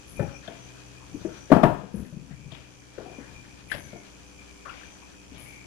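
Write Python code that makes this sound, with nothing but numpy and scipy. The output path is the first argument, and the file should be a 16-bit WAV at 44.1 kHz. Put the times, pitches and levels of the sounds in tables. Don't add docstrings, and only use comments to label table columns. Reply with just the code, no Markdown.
import sys
import numpy as np
from scipy import signal
from scipy.fft import rfft, irfft, next_fast_len
from scipy.io import wavfile
from scipy.ndimage import map_coordinates

SR = 44100
rng = np.random.default_rng(int(sys.argv[2]) if len(sys.argv) > 2 else 0)


def persist_wave(psi):
    counts = np.round(np.clip(psi, -1, 1) * 32767).astype(np.int16)
    wavfile.write(sys.argv[1], SR, np.atleast_2d(counts).T)


N = 249606
TIME = np.arange(N) / SR

# start in seconds, force in dB, husk pitch in Hz, shell pitch in Hz,
# hardness as shell over husk in dB, contact time in seconds.
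BLOWS = [(0.1927, -34.5, 229, 553, 7, 0.0057), (0.2015, -23, 141, 423, -15.5, .006),
         (0.223, -38, 242, 818, -1.5, 0.0064), (0.479, -44.5, 188, 657, 8.5, 0.0048),
         (1.143, -34.5, 296, 494, -39, 0.0072), (1.248, -27.5, 325, 605, -11.5, .006),
         (1.5, -27.5, 402, 547, -4, 0.0056), (1.5158, -9, 243.7, 633.6, -3, 0.0051),
         (1.5231, -13, 268, 724, -5.5, 0.0067), (1.535, -26.5, 325, 710, 5, 0.0075),
         (1.5627, -11, 250, 604, -4, 0.0031), (1.6321, -10, 219, 668, 1.5, 0.0035),
         (1.6362, -9, 172, 595, -3.5, 0.0042), (1.648, -22.5, 316, 709, 4, 0.0063),
         (1.832, -34, 185, 484, -6.5, 0.01), (1.94, -23.5, 199, 486, -14.5, 0.0062),
         (1.994, -27.5, 222, 408, -14.5, 0.0042), (2.024, -33.5, 183, 413, -23, 0.005),
         (2.124, -33, 140, 590, -16, 0.0053), (2.166, -30, 173, 440, -22, 0.0052),
         (2.308, -34, 157, 714, -20.5, 0.0057), (2.408, -41.5, 150, 450, -24, 0.0064),
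         (2.458, -36, 142, 501, -25, 0.0063), (2.521, -38.5, 133, 630, -8, 0.0057),
         (2.979, -38, 400, 515, 4, .0045), (3.002, -42.5, 382, 647, -0.5, 0.0045),
         (3.059, -44.5, 297, 730, 1, 0.0051), (3.1, -50, 326, 690, 4, 0.0036),
         (3.183, -39.5, 262, 553, -7, 0.0048), (3.209, -41.5, 280, 526, -14, 0.0044),
         (3.746, -38.5, 123.8, 586, 0.5, 0.0048), (3.93, -39, 218, 590, -2.5, 0.0032),
         (3.955, -49.5, 208, 702, 1.5, 0.0076), (5.316, -47, 264, 441, -13, 0.0085)]
# ratio to the shell pitch, relative level in dB.
SHELL_MODES = [(1.42, -8), (1.829, -11.5)]
# resonance in Hz, width in Hz, relative level in dB.
NEIGHBOUR_SHELLS = [(883, 14, 10.5), (1435, 260, 4), (1767, 156, 5.5), (1930, 240, -1), (2300, 130, -39)]
# pitch in Hz, relative level in dB.
HOLLOWS = [(191, -15), (291, -14), (335, -16), (403, -12), (491, -13), (683, -8), (762, -16), (845, -10),
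           (912, -14), (945, -17), (1022, -15), (1161, -14), (1262, -14.5), (1630, -20)]
# start in seconds, pitch in Hz, relative level in dB.
CLACKS = [(0.475, 3200, -34), (0.477, 1510, -38), (1.502, 1600, -32), (1.521, 1140, -17.5),
          (1.547, 1230, -28), (1.566, 1214, -22), (1.633, 1078, -9), (1.635, 1840, -17), (2.519, 3250, -35),
          (2.545, 3390, -39), (3.715, 1560, -16), (3.7229, 1615, -22), (4.654, 1310, -35),
          (4.693, 2570, -35.5), (4.696, 1310, -34), (4.812, 1400, -43), (4.833, 1590, -39.5)]
# ratio to its pitch, relative level in dB.
CLACK_MODES = [(1.002, -8.5), (1.109, -8.5), (1.27, -22), (1.38, -23.5), (2.05, -30)]
# start and length in seconds, pitch in Hz, relative level in dB.
ROLLS = [(2.049, 0.59, 219.6, -39.5), (3.019, 0.32, 465.4, -45), (5.325, 0.25, 295, -68)]
# start and length in seconds, relative level in dB,
# pitch of the rubbed shell in Hz, its ring over the fibre hiss in dB.
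SCUFFS = [(0.269, 0.078, -54.5, 1360, 0), (0.466, 0.15, -52, 1500, -25), (0.743, .04, -64, 1550, 12),
          (1.003, 0.038, -57, 960, 13), (1.277, 0.11, -54, 1410, -2), (1.529, 0.045, -32, 990, 4),
          (1.629, 0.027, -29, 1070, 1), (2.045, 0.043, -56.5, 1720, 10), (2.301, 0.043, -55.5, 1880, 5),
          (2.504, 0.09, -48, 2880, -16), (2.818, .02, -59, 1660, 12), (2.982, 0.26, -54.5, 960, -2),
          (3.188, 0.087, -54.5, 1670, 10), (3.435, .025, -58, 1700, 8), (3.697, .025, -45, 2230, 13),
          (3.713, 0.045, -36.5, 1810, -8.5), (4.652, 0.055, -41, 1276, 10), (4.654, 0.031, -49.5, 580, 17),
          (4.688, 0.17, -50.5, 2550, -21), (4.95, 0.028, -62, 1600, 8), (5.017, 0.028, -57, 1000, 8),
          (5.13, 0.03, -60.5, 1510, 4), (5.332, 0.12, -53.5, 3170, -15)]
# middle and length in seconds, relative level in dB.
SETTLES = [(0.227, 0.16, -41), (1.179, 0.12, -42.5), (1.78, 0.25, -52), (1.988, 0.085, -33),
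           (2.432, 0.38, -50.5), (3.366, 0.24, -53.5), (3.816, 0.23, -49.5), (5.392, 0.14, -52)]
# middle and length in seconds, pitch and width in Hz, relative level in dB.
CRICKET_TRILLS = [(0.36, 0.074, 5790, 150, -55.5), (0.64, 0.11, 6080, 130, -52),
                  (1.19, 0.12, 6060, 150, -60), (1.38, 0.39, 5950, 139, -57),
                  (3.86, 0.12, 6130, 130, -53.5), (3.99, 0.042, 6140, 130, -54),
                  (4.29, 0.042, 6120, 150, -55), (4.88, 0.25, 6040, 200, -56)]
FROG_CALLS = [(0.2, 0.12, 2420, 140, -53), (0.355, 0.058, 2400, 110, -51), (2.52, 0.26, 2373, 200, -56),
              (3.18, 0.22, 2403, 80, -52.5), (3.38, 0.18, 2410, 90, -54), (3.86, 0.28, 2230, 170, -52.5),
              (4.41, 0.071, 2380, 149, -53), (4.76, 0.22, 2326, 250, -53.5), (5.52, 0.36, 2304, 260, -51.5)]
# start in seconds, pitch in Hz, relative level in dB,
# brightness of the scrape in dB per octave.
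WING_STROKES = [(0.069, 10950, -56.5, -4), (1.927, 10740, -54, 1), (3.684, 10800, -51, 3),
                (5.375, 10770, -53.5, 3)]
# pitch in Hz, relative level in dB.
DRONE_TONES = [(61, -59.5), (183.5, -66), (281, -65)]
MAINS_HARMONICS = [(200, -66.5), (300, -64.5), (400, -67.5), (500, -69)]
# time in seconds, relative level in dB.
DRONE_SWELL = [(0, -61), (0.7, -55.5), (1.3, -57.5), (3.7, -56), (4.2, -63), (5.1, -73), (5.5, -58.5)]

# frequency in Hz, relative spectral level in dB.
SNAP_COLOUR = [(200, -22.5), (800, 3), (1900, -9), (2600, -15.5), (6000, -26.5), (15000, -42)]
JOSTLE_COLOUR = [(30, -1.5), (80, -1), (150, 7.5), (400, 5.5), (700, -5), (1000, -12), (1500, -45),
                 (2500, -23.5), (6000, -50)]
CRACK_COLOUR = [(500, -4), (3300, 7.5), (6000, -7), (14000, -13)]
FIBRE_COLOUR = [(300, 12), (900, 10.5), (1600, 7), (2300, 10), (3300, 9), (4000, 0.5), (5000, 2.5),
                (6500, -16), (9000, -15), (15000, -24)]
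STIR_COLOUR = [(200, -23.5), (600, 0.5), (1000, -6), (1700, 2), (2100, -7.5), (3200, -5), (4500, -7),
               (9000, -32)]
RUMBLE_COLOUR = [(20, -8), (40, -7.5), (70, 4), (110, -2), (200, -3), (700, -25), (4000, -49.5)]
RASP_COLOUR = [(6000, -40), (8200, -12), (9500, -3), (10700, 0.5), (11500, -4), (12500, -16), (14600, -14)]
AIR_COLOUR = [(20, -50), (100, -46), (320, -10.5), (600, -7), (1000, -7.5), (1800, -16), (3100, -13.5),
              (4000, -21), (5000, -19.5), (7400, -11), (8000, -21.5), (9200, -17), (11400, -29.5),
              (12200, -32.5), (15000, -32.5)]
BUZZ_COLOUR = [(300, -41.5), (1400, -26), (2500, -8), (3300, 4), (3900, -19.5), (4900, 2.5), (6000, -5.5),
               (6800, -47), (8000, -24), (11000, -13), (15000, -36)]
# frequency in Hz, left over right in dB.
AIR_BALANCE = [(100, 84.5), (500, 5.5), (1200, -4.5), (3000, 7.5), (4500, -15), (7300, 3), (12000, -1.5)]
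# frequency in Hz, seconds to fall by 60 dB.
YARD_DECAY = [(100, 0.35), (260, 0.61), (700, 0.38), (1800, 0.44), (5000, 1), (12000, 0.41)]
# frequency in Hz, gain in dB.
YARD_COLOUR = [(40, -3), (150, -3), (300, -10), (700, 1), (1500, 1), (4000, -5), (12000, 1.5)]


def coconuts():
    out = np.zeros((2, N))
    for start, *contact in BLOWS:
        add(out, start, place(blow(*contact)))
    for start, hz, db in CLACKS:
        add(out, start, amp(db) * place(clack(hz), left_db=28.5, echo_left_db=9, wet_db=-11))
    for start, length, hz, db in ROLLS:
        add(out, start, amp(db) * place(roll(length, hz), wet_db=-12))
    return out


def blow(force_db, husk_hz, shell_hz, hardness_db, contact_s, hard_blow_db=-7.5, hollow_t60_s=0.21):
    t = np.arange(SR // 3) / SR
    hardness = amp(hardness_db)
    husk = amp(4.5) * swell(t, contact_s, 1.57) * np.sin(2 * np.pi * husk_hz * t)
    shell = amp(4.5) * hardness * swell(t, 0.8 * contact_s, 1.57) * np.sin(2 * np.pi * shell_hz * t)
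    violence = amp(1.46 * min(force_db - hard_blow_db, 0))
    snap = amp(-22.5) * hardness * swell(t, 0.00066, 0.5) * noise(SNAP_COLOUR, len(t))[0]
    modes = sum(amp(db) * np.sin(2 * np.pi * ratio * shell_hz * t) for ratio, db in SHELL_MODES)
    overtones = hardness * swell(t, 0.0058, 0.93) * modes
    hollows = sum(amp(db) * np.sin(2 * np.pi * (hz * t + rng.random())) for hz, db in HOLLOWS)
    hollows *= amp(-60 * t / hollow_t60_s) * (1 - np.exp(-t / 0.0063))
    rattle = amp(-8) * hardness * roll(length_s=0.085, hz=1070, bump_s=0.0016, count=12)[:len(t)]
    neighbours = unit(filtered(rng.standard_normal(len(t)), neighbour_response))
    clatter = amp(-13.5) * hardness * swell(t, 0.9 * contact_s, 0.69) * neighbours
    shake = jostle(t, husk_hz, hardness_db)
    return amp(force_db) * (husk + shell + clatter + shake
                            + violence * (snap + overtones + hollows + rattle))


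def neighbour_response(hz):
    return sum((-1) ** k * amp(db) * 1j * hz * width / (centre ** 2 - hz ** 2 + 1j * hz * width)
               for k, (centre, width, db) in enumerate(NEIGHBOUR_SHELLS))


def jostle(t, husk_hz, hardness_db):
    def reach(f):
        return amp(-11) / (1 + (f / (2 * husk_hz)) ** 4) + amp(hardness_db - 3.5) * f / (f + 300)
    return swell(t, 0.012, 0.55) * filtered(noise(JOSTLE_COLOUR, len(t))[0], reach)


def clack(hz, crack_db=-24):
    t = np.arange(SR // 10) / SR
    ring = sum(amp(db) * np.sin(2 * np.pi * (ratio * hz * t + rng.random()))
               for ratio, db in CLACK_MODES)
    crack = amp(crack_db) * noise(CRACK_COLOUR, len(t))[0]
    return swell(t, 0.0029, 0.94) * (ring + crack)


def roll(length_s, hz, bump_s=0.0082, count=22, fade_db=18):
    t = TIME[:max(SR // 3, int((length_s + 10 * bump_s) * SR))]
    progress = (np.arange(count) + rng.random(count)) / count
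    bump_hz = hz * np.exp(rng.normal(0, 0.24, count))
    size_db = rng.normal(0, 1.5, count)
    since = t - length_s * progress[:, None]
    bumps = swell(since, bump_s, 0.93) * np.sin(2 * np.pi * bump_hz[:, None] * since)
    return amp(size_db - fade_db * progress) @ bumps


def heap():
    rustle = noise(STIR_COLOUR) * amp(-62 + 3.2 * wobble(22))
    for start, length, db, hz, ring_db in SCUFFS:
        add(rustle, start, amp(db) * scuff(length, hz, ring_db))
    low = noise(RUMBLE_COLOUR)
    low = unit(low[0] + 0.22 * low)
    settling = amp(-60) + sum(amp(db) * hump(middle, length) for middle, length, db in SETTLES)
    rumble = settling * amp(-1 + 1.2 * wobble(33)) * low
    return pan(left_db=16.5) * rustle + pan(left_db=14.5) * rumble


def scuff(length_s, hz, ring_db, grain_db=2.5, sharpness=2.25):
    slips = rng.standard_normal((2, SR)) * amp(grain_db * wobble(650, SR))
    hiss = unit(filtered(slips, lambda f: amp(along(FIBRE_COLOUR, f))))
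    ring = unit(filtered(slips, lambda f: 1 / (1 + 1j * sharpness * (f / hz - hz / (f + 1))) ** 2))
    return swell(TIME[:SR], length_s / 3, 0.53) * unit(hiss + amp(ring_db) * ring)


def wildlife():
    crickets = chorus(CRICKET_TRILLS, 6036, far_db=-63.5, width_hz=220, flutter_db=1.5, flutter_rate=16)
    frogs = chorus(FROG_CALLS, 2420, far_db=-60, width_hz=270, flutter_db=2, flutter_rate=25)
    return pan(left_db=10.5) * amp(-1) * (crickets + frogs) + pan(left_db=14) * bush_cricket()


def chorus(calls, far_hz, far_db, width_hz, flutter_db, flutter_rate, wander_hz=45):
    far = amp(far_db) * band(far_hz + wander_hz * wobble(7), width_hz)
    near = sum(amp(db) * hump(middle, length) * band(hz, width)
               for middle, length, hz, width, db in calls)
    return amp(flutter_db * wobble(flutter_rate)) * (far + near)


def bush_cricket(sag_hz_per_s=470):
    out = np.zeros((2, N))
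    for start, hz, db, tilt_db in WING_STROKES:
        pitch = hz - sag_hz_per_s * np.clip(TIME - start, 0, 0.2)
        out += amp(db - 3.5) * swell(TIME - start, 0.022, 0.55) * band(pitch, width_hz=280)
        scrape = noise([(f, level + tilt_db * np.log2(f / hz)) for f, level in RASP_COLOUR], SR)
        add(out, start + 0.011, amp(db) * swell(TIME[:SR], 0.038, 0.75) * scrape)
    teeth = unit(amp(3 * wobble(300)))
    return teeth * out


def night_bed(swell_hz=124.3):
    sides = np.array([[0.5], [-0.5]])
    air = filtered(noise(AIR_COLOUR), lambda f: amp(along(AIR_BALANCE, f) * sides))
    air *= amp(-56 + 0.5 * wobble(4))
    swell_gain = amp(np.interp(TIME, *np.transpose(DRONE_SWELL)))
    drone = tones(DRONE_TONES) + swell_gain * tones([(swell_hz, 0)])
    return air + pan(left_db=11.5) * drone + pan(left_db=-26) * tones(MAINS_HARMONICS)


def electrical_buzz(rate_hz=60.96):
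    ticks = np.diff(np.floor(TIME * rate_hz), prepend=0)
    buzz = unit(filtered(ticks, lambda f: amp(along(BUZZ_COLOUR, f))))
    return amp(-66) * np.array([[0], [2]]) * buzz


def place(sound, left_db=14, echo_left_db=14, wet_db=-2, left_lag_s=0.0001):
    sound = np.pad(sound, (0, SR // 2))
    direct = filtered(sound, lambda f: np.array([np.exp(-2j * np.pi * f * left_lag_s), np.ones_like(f)]))
    return pan(left_db) * direct + amp(wet_db) * pan(echo_left_db) * yard_echo(sound)


def yard_echo(x, delay_s=0.0108, build_s=0.00067):
    hz, t, spectrum = signal.stft(rng.standard_normal((2, SR * 3 // 4)), SR, nperseg=256)
    decay = amp(-60 * t / along(YARD_DECAY, hz)[:, None])
    tail = signal.istft(spectrum * decay, SR, nperseg=256)[1]
    since_arrival = np.maximum(TIME[:tail.shape[1]] - delay_s, 0)
    tail *= 1 - np.exp(-since_arrival / build_s)
    tail = filtered(tail / np.linalg.norm(tail[0]), lambda f: amp(along(YARD_COLOUR, f)))
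    return signal.fftconvolve(x[None], tail, axes=1)[:, :len(x)]


def tones(rows):
    return sum(amp(db + 1.5 * wobble(6)) * np.sqrt(2) * np.sin(2 * np.pi * hz * TIME + 0.5 * wobble(8.2))
               for hz, db in rows)


def noise(colour, size=N):
    return unit(filtered(rng.standard_normal((2, size)), lambda f: amp(along(colour, f))))


def band(hz, width_hz):
    drift = filtered(rng.standard_normal((2, 2, N)), lambda f: 1 / (1 + (2 * f / width_hz) ** 2))
    phase = 2 * np.pi * np.cumsum(hz * np.ones(N)) / SR
    return unit(drift[0] * np.cos(phase) + drift[1] * np.sin(phase))


def swell(t, peak_s, power):
    u = np.maximum(t, 0) / peak_s
    return (u * np.exp(1 - u)) ** power


def hump(middle_s, length_s):
    return np.exp(-1.02 * (2 * (TIME - middle_s) / length_s) ** 2)


def wobble(rate, size=N):
    return map_coordinates(rng.standard_normal(int(size * rate / SR) + 4), [TIME[:size] * rate])


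def filtered(x, response):
    n = x.shape[-1]
    padded = next_fast_len(n + 8192)
    return irfft(rfft(x, padded) * response(np.fft.rfftfreq(padded, 1 / SR)), padded)[..., :n]


def along(points, hz):
    freqs, values = np.transpose(points)
    return np.interp(np.log(hz + 1), np.log(freqs + 1), values)


def pan(left_db):
    gains = amp([[left_db / 2], [-left_db / 2]])
    return gains / gains.mean()


def add(track, start_s, x):
    i = round(start_s * SR)
    track[:, i:i + x.shape[1]] += x[:, :N - i]


def amp(db):
    return 10 ** (np.asarray(db) / 20)


def unit(x):
    return x / np.sqrt(np.mean(x ** 2) + 1e-20)


def scene():
    return coconuts() + heap() + wildlife() + night_bed() + electrical_buzz()


def record(dry, threshold=0.78, depth=0.77, release_s=1.0, attack_s=0.04, top_hz=15100):
    overshoot = np.maximum(np.log(np.abs(dry).max(0) / threshold + 1e-9), 0)
    fade = np.exp(-TIME / release_s)
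    held = np.maximum.accumulate(overshoot / fade) * fade
    step = 1 / (attack_s * SR)
    ducked = dry * np.exp(-depth * signal.lfilter([step], [1, step - 1], held))
    return filtered(np.clip(ducked, -1, 1), lambda f: 1 / (1 + (f / top_hz) ** 120))


dry = scene()
out = record(dry)
persist_wave(out)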